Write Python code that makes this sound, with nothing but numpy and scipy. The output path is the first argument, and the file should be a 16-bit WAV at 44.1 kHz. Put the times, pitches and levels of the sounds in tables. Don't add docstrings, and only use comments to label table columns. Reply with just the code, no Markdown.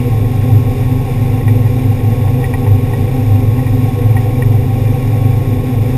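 import sys
import numpy as np
from scipy import signal
from scipy.fft import rfft, irfft, next_fast_len
from scipy.io import wavfile
from scipy.ndimage import map_coordinates

SR = 44100
rng = np.random.default_rng(int(sys.argv[2]) if len(sys.argv) > 2 else 0)


def inscribe(sig):
    pcm = np.round(np.clip(np.atleast_2d(sig).T, -1, 1) * 32767)
    wavfile.write(sys.argv[1], SR, pcm.astype(np.int16))


N = 263277


def amp(db):
    return 10 ** (np.asarray(db) / 20)


def curve(rows):
    return np.interp(np.arange(N) / SR, *np.transpose(rows))


def wobble(rate_hz):
    coarse = np.arange(0, N + 64, 64)
    knots = rng.standard_normal(int(N / SR + 2) * 60)
    return np.interp(np.arange(N), coarse, map_coordinates(knots, [coarse * rate_hz / SR]))


def filtered(x, response):
    size = next_fast_len(N + SR // 2)
    return irfft(rfft(x, size) * response(np.fft.rfftfreq(size, 1 / SR)), size)[..., :N]


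def resonant_noise(modes, steepness, envelope=1):
    def response(f):
        powers = (amp(2 * db) / (1 + (2 * (f - hz) / width) ** 2) ** steepness for hz, width, db in modes)
        return np.sqrt(sum(powers))
    noise = filtered(envelope * rng.standard_normal(N), response)
    return noise / np.sqrt(np.mean(noise ** 2))


def tone(turns, level_db, flutter_db, slip_rad):
    phase = 2 * np.pi * (turns + rng.uniform()) + slip_rad * wobble(6)
    return np.sqrt(2) * amp(level_db + flutter_db * wobble(7)) * np.sin(phase)


# start_s, level_db, low_ring_db, high_ring_db
CLEAR_KNOCKS = [(1.4117, -27, -7, -7), (1.479, -19, 0, -3), (1.661, -25, 6, -7), (2.115, -31, -6, -7),
                (2.2767, -24.5, 8, -4), (2.440, -17.5, -4, -4), (2.537, -17, 4, -3), (2.6643, -25.5, 13, 2),
                (2.9337, -23, 6.5, -6), (3.5897, -24.5, 3, -3), (3.666, -20.5, 0, -4),
                (4.166, -17.5, 4, -4), (4.4215, -15.5, -2, -2.5)]
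# pitch_hz, level_db, t60_s
FITTING_MODES = [(780, -3.5, 0.051), (890, -1, 0.041), (997, -4.5, 0.024), (1400, -13, .03),
                 (1918, 1, 0.046), (2070, -6, .03), (2276, -3.5, 0.035), (2322, -1.5, 0.036),
                 (2710, -4.5, 0.023), (3100, -10, .015)]
# delay_s, level_db
CONTACTS = [(0, -3), (.0021, -11), (.0105, -8.5)]


def fitting_rattle(chatter_db, spread_db):
    chatter = [(when * N / SR, chatter_db - spread_db * np.log(chance + 1e-3), -2.5, -1.5)
               for when, chance in rng.uniform(size=(150, 2))]
    out = np.zeros(N + SR)
    t = np.arange(SR // 12) / SR
    attack = 1 - np.exp(-t / 0.0014)
    hz, mode_db, t60_s = np.transpose(FITTING_MODES)[:, :, None]
    for start_s, knock_db, low_db, high_db in list(CLEAR_KNOCKS) + chatter:
        colour_db = mode_db + (hz < 1200) * low_db + (hz > 2200) * high_db
        for delay_s, contact_db in CONTACTS:
            scatter, detune = rng.normal(size=(2, len(hz), 1))
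            decay = amp(colour_db + 1.5 * scatter - 60 * t / t60_s)
            ring = (decay * np.sin(2 * np.pi * hz * (1 + 0.013 * detune) * t)).sum(axis=0)
            onset = round((start_s + delay_s) * SR)
            out[onset:onset + len(t)] += amp(knock_db + contact_db) * attack * ring
    return out[:N]


# pitch_hz, width_hz, relative_db
HULL_MODES = [(8, 20, -27), (36.6, 31, -16), (87.3, 26.5, -2.5), (104, 53, -18), (154, 28, -6.5),
              (238, 19, -7), (252.8, 23.4, -6.5), (282, 56, -14), (322, 44, -19), (365, 30, -26),
              (409, 29, -14.5), (450.5, 17, -16.5), (487.5, 45.6, -9.5), (548, 24, -19), (604, 45, -25.5)]
# pitch_hz, width_hz, relative_db
COCKPIT_MODES = [(709, 31, -8), (771.6, 37, -1.5), (799, 19, -8), (860, 77, -13), (1000, 175, -18),
                 (1100, 86, -21.5)]
# pitch_hz, width_hz, relative_db
HOUSING_MODES = [(1333, 130, -8), (1666, 420, -9), (1873, 97, -2), (2060, 100, -2), (2353, 230, 1),
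                 (2755, 250, -5.5), (3510, 284, -6), (3780, 230, -10.5), (4280, 155, -18), (5020, 440, -13),
                 (5570, 750, -13)]


def wake_roar():
    hull = resonant_noise(HULL_MODES, steepness=1.73)
    cockpit = resonant_noise(COCKPIT_MODES, steepness=1.6)
    flicker_db = 0.45 * wobble(14) + 0.32 * wobble(45)
    housing = resonant_noise(HOUSING_MODES, steepness=1.22, envelope=amp(flicker_db))
    return amp(-21) * hull + amp(-32.5) * cockpit + amp(-37.5) * housing


# time_s, pitch_hz
GEAR_MESH = [(0.0, 1081), (0.38, 1078), (0.56, 1086), (0.81, 1093), (1.13, 1083), (1.88, 1081),
             (2.08, 1091), (3.16, 1094), (3.31, 1086), (3.86, 1091), (4.51, 1085), (5.32, 1096),
             (5.47, 1086), (5.97, 1090)]
GEAR_TEETH, CRANK_TURNS_PER_SHAFT_TURN = 34, 1.57


def shaft_turns():
    return np.cumsum(curve(GEAR_MESH)) / SR / GEAR_TEETH


def gear_whine(shaft):
    return tone(GEAR_TEETH * shaft, level_db=-42.5, flutter_db=0.9, slip_rad=0.23)


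# multiple_of_cycle, level_db
ENGINE_ORDERS = [(2, -34), (3, -36), (6, -31.5), (7, -48), (8, -44.5), (9, -33.5), (10, -28.5), (11, -34.5),
                 (13, -42), (14, -44.5), (16, -33.5), (19, -48), (20, -40), (28, -55)]


def engine_hum(shaft):
    cycle = shaft * CRANK_TURNS_PER_SHAFT_TURN / 2
    shake = tone(cycle, level_db=-30.5, flutter_db=1.5, slip_rad=0.3)
    return shake + sum(tone(k * cycle, db, flutter_db=1.2, slip_rad=0.41) for k, db in ENGINE_ORDERS)


# time_s, level_db
BLADE_THRUM = [(0.1, -16), (0.18, -18), (0.47, -13.5), (0.66, -18), (1.25, -15), (1.34, -21), (1.47, -14.5),
               (1.57, -15.5), (1.86, -15.5), (1.99, -21), (2.36, -14), (2.55, -20.5), (2.59, -16),
               (3.07, -19), (3.12, -14), (3.2, -19), (3.85, -17), (3.9, -21.5), (4.03, -16.5), (5.9, -17.5)]
# multiple_of_shaft, level_db, flutter_db
PROPELLER_ORDERS = [(8, -28, 3.5), (12, -43, 3), (15, -44.5, -5.5)]


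def propeller_thrum(shaft):
    shake = tone(shaft, level_db=-26.5, flutter_db=1.5, slip_rad=0.3)
    blades = tone(4 * shaft, curve(BLADE_THRUM), flutter_db=1.66, slip_rad=0.22)
    overtones = sum(tone(k * shaft, db, flutter, slip_rad=0.32) for k, db, flutter in PROPELLER_ORDERS)
    return shake + blades + overtones


# crest_s, pitch_hz, crest_rms_db
DECK_BOOMS = [(.13, 107.8, -11), (.43, 100.8, -11.5), (.55, 105, -5), (.68, 105, -11.5), (1.33, 104.9, -11),
              (1.5, 105.7, -7), (1.9, 104.5, -8.5), (2.08, 105.8, -9), (2.25, 100.1, -10),
              (2.72, 101.1, -5), (3.04, 101.5, -11), (3.34, 102.1, -6.5), (3.49, 105.5, -8.5),
              (3.73, 105.1, -10), (3.85, 107.5, -11.5), (4.54, 105.1, -8.5), (4.87, 107, -10),
              (5.13, 107, -10), (5.26, 105, -8.5), (5.51, 106.5, -11.5), (5.81, 105.5, -10.5)]


def deck_boom(pitch_hz, width_hz, shiver_db, swell_s):
    t = np.arange(N) / SR
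    shiver = amp(shiver_db) * resonant_noise([(pitch_hz, width_hz, 0)], steepness=2.24)
    booms, swelling = np.zeros((2, N))
    for crest_s, hz, db in DECK_BOOMS:
        swell = np.exp(-0.5 * ((t - crest_s) / swell_s) ** 2)
        booms += np.sqrt(2) * amp(db) * swell * np.sin(2 * np.pi * (hz * t + rng.uniform()))
        swelling += swell
    return booms + shiver * (1 - np.clip(swelling, 0, 1))


def scene():
    background = fitting_rattle(chatter_db=-40.5, spread_db=2.0) + wake_roar()
    shaft = shaft_turns()
    drive = gear_whine(shaft) + engine_hum(shaft) + propeller_thrum(shaft)
    deck = deck_boom(pitch_hz=105.2, width_hz=13.5, shiver_db=-15, swell_s=0.042)
    return (background + drive + deck)[None]


def record(dry):
    hold_hz, top_hz = 12000, 15290
    limited = dry / (1 + np.abs(dry) ** 14) ** (1 / 14)
    slow = signal.resample_poly(limited, hold_hz, SR, axis=1)
    steps = np.repeat(slow, 4, axis=1)
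    held = signal.resample_poly(steps, SR, 4 * hold_hz, axis=1)
    return filtered(held, lambda hz: hz < top_hz)


dry = scene()
out = record(dry)
inscribe(out)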